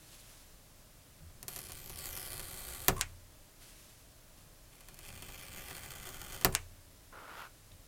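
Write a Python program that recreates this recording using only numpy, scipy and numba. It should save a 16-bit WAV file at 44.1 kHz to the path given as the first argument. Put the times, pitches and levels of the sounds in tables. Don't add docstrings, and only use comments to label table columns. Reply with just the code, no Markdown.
import sys
import numpy as np
from scipy import signal
from scipy.fft import rfft, irfft
from scipy.io import wavfile
from scipy.ndimage import uniform_filter1d
from numba import njit

SR = 44100
rng = np.random.default_rng(int(sys.argv[2]) if len(sys.argv) > 2 else 0)


def transcribe(signal):
    frames = np.atleast_2d(signal).T
    limited = np.clip(frames, -1, 1)
    pcm = np.round(limited * 32767).astype(np.int16)
    wavfile.write(sys.argv[1], SR, pcm)


N = 347456
TIME = np.arange(N) / SR
TOP_HZ = 16400


# time in seconds, effort in dB.
PULL_ONE = [(1.482, -0.5), (1.7, -2.5), (1.885, -4), (1.905, -1), (2.06, 3), (2.3, 2), (2.56, 0),
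            (2.71, 2.5), (2.882, 1)]
PULL_TWO = [(4.72, -15.5), (4.96, -16), (5.0, -3.5), (5.3, -3.5), (5.7, 0), (6.0, -1.5), (6.447, 0.5)]
# multiple of the lowest resonance, boost or cut in dB for a fully taut strip.
STRIP_MODES = [(1, 3), (2, 5), (2.75, -10), (3.5, 7), (4.8, -5), (7.5, 5)]
TAUT_ONE, TAUT_TWO = 0.95, 0.6
STRIP_ONE_HZ, STRIP_TWO_HZ = (6600, 1080), (5500, 860)
MIDWAY_ONE_S, MIDWAY_TWO_S, GROW_S = 2.093, 5.66, 0.15
CRACK_COLOUR_ONE = [(300, -25), (1500, -10), (2800, -9.5), (3600, -12.5), (4500, -0.5), (5600, -4),
                    (8000, -2.5), (10000, 0.5), (12500, 1), (14000, 0), (16000, -10.5)]
CRACK_COLOUR_TWO = [(300, -12), (1500, 1.5), (2600, 4.5), (3250, -2.5), (4500, 1.5), (5700, 0), (6700, 4.5),
                    (7500, 1), (8500, 4.5), (10500, 0.5), (12000, 2), (14200, 1), (15300, 6), (16000, -27)]
LID_RING = [(191, -2, 0.05), (450, 0, 0.1), (800, -4, 0.064), (1340, -2.5, 0.064), (2360, -4, 0.051),
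            (3440, 1, 0.029), (14900, -33, .03)]
LID_HZ = (2550, 1380)
LID_FOLLOW, LID_GAIN_DB = 0.82, 2

# time in seconds, peak of the crack in dB, gain of the knock on the box in dB.
POPS = [(1.429, -24, -42), (1.482, -18, -39), (1.5623, -21.5, -38), (1.5905, -23.5, -45),
        (1.697, -33, -41.5), (1.72, -25, -45), (1.901, -30, -42.5), (1.989, -24, -58), (2.0573, -21, -46),
        (2.1745, -22.5, -40.5), (2.3957, -23.5, -36.5), (4.755, -42, -60), (4.807, -37, -55),
        (4.8862, -31.5, -45.5), (4.944, -34, -58), (4.99, -31, -50), (5.084, -33, -47), (5.2228, -29, -39),
        (5.2894, -44, -40.5), (5.7085, -37, -36), (6.09, -28, -43), (6.3292, -29, -43),
        (6.4122, -27, -36.5)]
POP_RING = [(1080, -13.0, 0.024), (10000, 8, 0.027), (16000, -6, 0.04)]
RUN_DB, RUN_LID_DB, RUN_S = -28, -11.5, 0.012

# time in seconds, peak of the first crack in dB,
# gain of the knock on the box in dB, gain of the boom of the table in dB.
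SNAPS = [(2.883, 1.5, -12, -1), (6.4475, 1, -11.5, -1.5)]
SNAP_COLOUR = [(200, -12), (1500, -0.5), (4000, -1), (6000, 1), (10000, -8), (14000, 8), (16000, 1)]
# frequency in Hz, level in dB, time to fade by 60 dB in seconds.
BOX_MODES = [(268, -27, 0.15), (375, -17.5, 0.15), (441, -29, 0.28), (551.6, -30.5, 0.23),
             (697, -14.5, 0.055), (757, -18.5, 0.096), (822, -21, 0.069), (975, -42, 0.049),
             (1143, -24.5, 0.093), (1275, -18.5, 0.079), (1402, -19, 0.046), (1655, -30, .08),
             (1870, -34, 0.059), (2160, -43, .1), (2750, -38, 0.21)]
TABLE_MODES = [(27.7, -34, 0.86), (58, -36.5, 0.35), (87, -42, 1.38), (121.7, -30.5, 0.33),
               (152.5, -36, 0.2), (190, -60, 0.26)]
BOX_RING = [(99.6, 8.5, 0.26), (350, -5.5, 0.2), (700, -3.5, 0.14), (1410, -1, 0.11), (2600, -4, 0.068),
            (5000, -8.5, 0.066), (9000, -8, 0.08), (15000, -10.5, 0.038)]
STRIP_RING = [(202, -12.5, 0.16), (800, -3, 0.1), (2440, 3.5, .13), (4030, -6, 0.083), (7800, 2, 0.07),
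              (15000, -26, 0.042)]

# start in seconds,
# length in seconds, middle pitch of the squeak in Hz, levels of squeak and hiss in dB before the slips shape them.
DRAGS = [(2.962, .051, 1063, -44, -47.5), (6.522, 0.03, 1020, -57, -46.5)]
DRAG_COLOUR = [(300, 0), (2000, 3.0), (5000, -5), (9000, 5.5), (16000, -11.5)]
SLIP_S = 0.0133
SQUEAK_BEND, SQUEAK_ROUGH = 0.07, 0.051
# time in seconds, peak in dB, ring in dB before a further cut of 4.5 dB.
FLICKS = [(3.0115, -5, -25.5), (6.551, -3, -25.5)]
FLICK_COLOUR = [(200, -24), (900, 3.5), (3000, 6.5), (5000, 5.5), (8000, 8.5), (12000, 0), (16000, -7)]

SLIDE_COLOUR = [(150, -17), (480, -6.5), (750, -7), (1000, -3), (1150, -4), (1400, 2), (1750, -9.5),
                (2800, -14), (5000, -22.5), (9000, -34), (12000, -24), (16000, -37)]
SLIDE_S, SLIDE_LENGTH_S = 7.121, 0.37
SLIDE_ATTACK_S, SLIDE_RELEASE_S = 0.0075, 0.079
SLIDE_DB = -50.5
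SLIDE_SWELL_DB_PER_S, SLIDE_BRIGHTEN_DB_PER_S = 11, 38

# start in seconds, length in seconds, rumble in dB before trembling.
GRIPS = [(1.19, 1.78, -53.5), (4.68, 1.89, -55.5)]
GRIP_ATTACK_S, GRIP_RELEASE_S, TREMBLE_DB = 0.46, 0.13, 1.5
RUMBLE_COLOUR = [(15, -0.5), (28, 4.5), (45, -2.5), (85, -1.0), (125, -3), (190, -12), (300, -19.5),
                 (1000, -45.5)]
# start in seconds, length in seconds, pitch in Hz, peak in dB.
BUMPS = [(1.201, 0.057, 157, -55), (1.204, 0.12, 82, -48.5), (2.63, .16, 60, -50),
         (5.069, 0.15, 85.6, -50.5), (7.668, 0.16, 91.2, -56)]
# start in seconds, length in seconds, centre in Hz, level in dB before shaping.
GLOVE_TICKS = [(7.713, 0.011, 3650, -58)]
# start in seconds, length in seconds, rise in seconds,
# fall in seconds, level in dB before the random flutter.
SLEEVES = [(-.08, 0.71, 0.17, 0.31, -59.5), (3.586, .56, .035, 0.43, -58.5), (4.35, .11, .05, .05, -65)]
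SLEEVE_COLOUR = [(300, -7), (1200, -2.5), (3500, 0), (8000, -1), (12000, -2.5), (16000, -13)]

ROOM_COLOUR = [(12, -29), (20, 4), (70, -9), (96, -6), (204, -14.5), (277, -16), (472, -20), (607, -16.5),
               (718, -22), (873, -22.5), (2460, -26.5), (10500, -26.5), (16000, -30.5)]
ROOM_DB = -58
WALLS_RING = [(10, -16, 0.29), (403, 6.5, 0.43), (3000, -0.5, 0.33), (15000, -3.5, 0.53)]
WALLS_DB = -23
HISS_COLOUR = [(12, -29), (20, -1), (198, -7), (310, -4), (388, -12), (13500, -18), (16000, -15.5)]
HISS_DB = -77


def undb(db):
    return 10 ** (np.asarray(db) / 20)


def unit(x):
    return x / np.sqrt(np.mean(x ** 2))


def curve(rows):
    return np.interp(TIME, *np.transpose(rows))


def during(rows):
    return (TIME >= rows[0][0]) & (TIME <= rows[-1][0])


def envelope(s, length, attack, release):
    return np.clip(np.minimum((TIME - s) / attack, (s + length - TIME) / release), 0, 1)


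def swell(length):
    t = TIME[:int(length * SR)]
    return t, np.sin(np.pi * t / length)


def add(out, s, x):
    i = int(round(s * SR))
    out[i:i + len(x)] += x[:N - i]


def through(x, response):
    return signal.oaconvolve(x, response)[:len(x)]


def click(colour, size=1024):
    hz, db = np.transpose(colour)
    bins = np.maximum(np.fft.rfftfreq(size, 1 / SR), 1)
    level_db = np.interp(np.log(bins), np.log(hz), db)
    cepstrum = irfft(np.log(undb(level_db)))
    cepstrum[1:size // 2] *= 2
    cepstrum[size // 2 + 1:] = 0
    pulse = irfft(np.exp(rfft(cepstrum)))
    return pulse / np.abs(pulse).max()


def noise(colour, size=1024):
    return unit(through(rng.standard_normal(N), click(colour, size=size)))


def walk(rate):
    return unit(np.interp(TIME * rate, np.arange(N), rng.standard_normal(N)))


@njit
def resonance(x, hz, share):
    y, band, low = np.empty(len(x)), 0., 0.
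    for i in range(len(x)):
        g = np.tan(np.pi * min(hz[i] / SR, .45))
        v = (band + g * (x[i] - low)) / (1 + g * (g + share))
        band, low, y[i] = 2 * v - band, low + 2 * g * v, share * v
    return y


def modes(rows):
    t, out = TIME[:SR], np.zeros(SR)
    for k, (hz, db, t60) in enumerate(rows):
        fade = np.exp(-np.log(1000) * t / t60)
        out += (-1) ** k * undb(db) * fade * np.sin(2 * np.pi * hz * t)
    return out


def ring(rows, count=16):
    hz, db, t60 = np.transpose(rows)
    t, bins = TIME[:SR], np.fft.rfftfreq(SR, 1 / SR)
    white = rfft(rng.standard_normal(len(t)))
    edges = np.geomspace(hz[0], TOP_HZ, count + 1)
    tinted = white * undb(np.interp(np.log(bins + 1), np.log(hz), db))
    bands = np.array([irfft(tinted * (bins >= lo) * (bins < hi)) for lo, hi in zip(edges, edges[1:])])
    middles = np.log(edges[1:] * edges[:-1]) / 2
    decay = np.interp(middles, np.log(hz), t60)
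    fading = bands * np.exp(-np.log(1000) * t / decay[:, None])
    return fading.sum(0) / bands.sum(0).std()


def cracks(rate, spread_db, bunch_db, even_s):
    chance = rng.random(N)
    size = np.minimum(rng.exponential(size=N), np.log(100))
    breaks = (chance < rate / SR) * undb(spread_db * size) * rng.choice([-1, 1], N)
    energy = uniform_filter1d(breaks ** 2, int(even_s * SR))
    return breaks / np.sqrt(energy + 1e-9) * undb(bunch_db * walk(70))


def peel(pull, midway_s, strip_hz, colour, lid, taut, rate, spread_db, bunch_db, even_s,
         shiver_s, shiver_db, crackle_db, lid_db, focus_db):
    breaks = cracks(rate, spread_db, bunch_db, even_s)
    effort = curve(pull)
    freed = 1 / (1 + np.exp((midway_s - TIME) / GROW_S))

    energy = signal.lfilter([1], [1, -np.exp(-1 / (shiver_s * SR))], breaks ** 2)
    shiver = unit(np.sqrt(energy) * rng.standard_normal(N))
    crackle = through(unit(breaks) + undb(shiver_db) * shiver, click(colour))

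    hz = 1 / ((1 - freed) / strip_hz[0] + freed / strip_hz[1])
    for multiple, full_db in STRIP_MODES:
        db = full_db * taut
        crackle = crackle + (undb(db) - 1) * resonance(crackle, multiple * hz, .2 * undb(-db / 2))

    body = through(breaks, lid)
    lid_hz = (1 - freed) * LID_HZ[0] + freed * LID_HZ[1]
    body = body + undb(focus_db) * resonance(body, lid_hz, 0.27)

    peeling = during(pull)
    crackle = peeling * crackle / crackle[peeling].std()
    body = peeling * body / body[peeling].std()
    steady = undb([crackle_db + effort, lid_db + LID_FOLLOW * effort + LID_GAIN_DB * freed])
    crackle_gain, lid_gain = np.hypot(steady, runs())
    return crackle_gain * crackle + lid_gain * body


def runs():
    strength = np.zeros((2, N))
    for s, peak_db, knock_db in POPS:
        fade = (TIME >= s) * np.exp(-np.abs(TIME - s) / RUN_S)
        strength += undb([[peak_db + RUN_DB], [knock_db + RUN_LID_DB]]) * fade
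    return strength


def pops(box):
    out, crack = np.zeros(N), click(CRACK_COLOUR_ONE)
    shiver = undb(-19.5) * ring(POP_RING, count=2)
    for s, peak_db, knock_db in POPS:
        add(out, s, undb(peak_db) * crack)
        add(out, s, undb(peak_db) * shiver)
        add(out, s, undb(knock_db) * box)
    return out


def snaps(box):
    out, crack, table = np.zeros(N), click(SNAP_COLOUR), modes(TABLE_MODES)
    for s, peak_db, knock_db, boom_db in SNAPS:
        lags = np.cumsum(rng.uniform(.00018, 0.00032, size=4))
        for k, lag in enumerate(lags - lags[0]):
            add(out, s + lag, undb(peak_db - 2.8 * k) * crack)
        add(out, s, undb(knock_db) * box)
        add(out, s, undb(boom_db) * table)
    return out


def drags():
    out, hiss, waver = np.zeros(N), noise(DRAG_COLOUR), walk(500)
    for s, length, hz, squeak_db, hiss_db in DRAGS:
        t = TIME[:int(length * SR)]
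        now = int(s * SR) + np.arange(len(t))
        slips = np.abs(np.sin(np.pi * t / SLIP_S))
        pitch = hz * (1 + SQUEAK_BEND * (slips - slips.mean()) + SQUEAK_ROUGH * waver[now])
        squeak = np.sin(2 * np.pi * np.cumsum(pitch) / SR) * np.sqrt(2)
        add(out, s, slips * (undb(squeak_db) * squeak + undb(hiss_db) * hiss[now]))
    return out


def flicks():
    out = np.zeros(N)
    for s, peak_db, ring_db in FLICKS:
        add(out, s, -undb(peak_db) * click(FLICK_COLOUR))
        add(out, s, undb(ring_db - 4.5) * ring(STRIP_RING))
    return out


def slide():
    slips = cracks(rate=6000, spread_db=3.0, bunch_db=1.0, even_s=0.024)
    rub = unit(through(slips, click(SLIDE_COLOUR)))
    low = signal.sosfilt(signal.butter(1, 1100, fs=SR, output="sos"), rub)
    from_middle = np.clip(TIME - SLIDE_S, 0, SLIDE_LENGTH_S) - SLIDE_LENGTH_S / 2
    bright = undb(SLIDE_BRIGHTEN_DB_PER_S * from_middle)
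    shape = envelope(SLIDE_S, SLIDE_LENGTH_S, SLIDE_ATTACK_S, SLIDE_RELEASE_S)
    gain = shape * undb(SLIDE_DB + SLIDE_SWELL_DB_PER_S * from_middle)
    return gain * (low / np.sqrt(bright) + (rub - low) * bright)


def grips():
    load = sum(undb(db) * envelope(s, length, GRIP_ATTACK_S, GRIP_RELEASE_S) for s, length, db in GRIPS)
    return noise(RUMBLE_COLOUR, size=8192) * load * undb(TREMBLE_DB * walk(8))


def bumps():
    out = np.zeros(N)
    for s, length, hz, db in BUMPS:
        t, shape = swell(length)
        add(out, s, undb(db) * shape * np.sin(2 * np.pi * hz * t))
    return out


def glove_ticks():
    out = np.zeros(N)
    for s, length, hz, db in GLOVE_TICKS:
        t, shape = swell(length)
        rub = resonance(rng.standard_normal(len(t)), np.full(len(t), float(hz)), 0.12)
        add(out, s, undb(db) * shape * unit(rub))
    return out


def sleeves():
    brush = sum(undb(db) * envelope(s, length, rise, fall) for s, length, rise, fall, db in SLEEVES)
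    return noise(SLEEVE_COLOUR) * brush * undb(1.15 * walk(40))


def room():
    return noise(ROOM_COLOUR, size=8192) * undb(ROOM_DB)


def walls(near):
    tail = ring(WALLS_RING, count=4)
    return undb(WALLS_DB) * through(near, tail / np.linalg.norm(tail))


def scene():
    tones = modes(BOX_MODES)
    box = tones + undb(-10.0) * ring(BOX_RING)
    lid = undb(-16.5) * tones + undb(-11.0) * ring(LID_RING)
    first = peel(PULL_ONE, MIDWAY_ONE_S, STRIP_ONE_HZ, CRACK_COLOUR_ONE, lid, TAUT_ONE,
                 rate=1900, spread_db=5.5, bunch_db=1.15, even_s=.016, shiver_s=0.004, shiver_db=-6,
                 crackle_db=-49.5, lid_db=-56.5, focus_db=-6.5)
    second = peel(PULL_TWO, MIDWAY_TWO_S, STRIP_TWO_HZ, CRACK_COLOUR_TWO, lid, TAUT_TWO,
                  rate=2000, spread_db=5.0, bunch_db=2.1, even_s=0.018, shiver_s=0.0017, shiver_db=-5.0,
                  crackle_db=-52.0, lid_db=-55, focus_db=0)
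    near = first + second + pops(box) + snaps(box) + drags() + flicks() + slide()
    near = near + grips() + bumps() + glove_ticks() + sleeves() + room()
    heard = near + walls(near)
    return np.array([heard, heard])


def record(dry):
    hiss = undb(HISS_DB) * noise(HISS_COLOUR, size=4096) * np.array([[1], [-1]])
    return signal.sosfilt(signal.ellip(10, .1, 80, TOP_HZ, fs=SR, output="sos"), dry + hiss)


dry = scene()
out = record(dry)
transcribe(out)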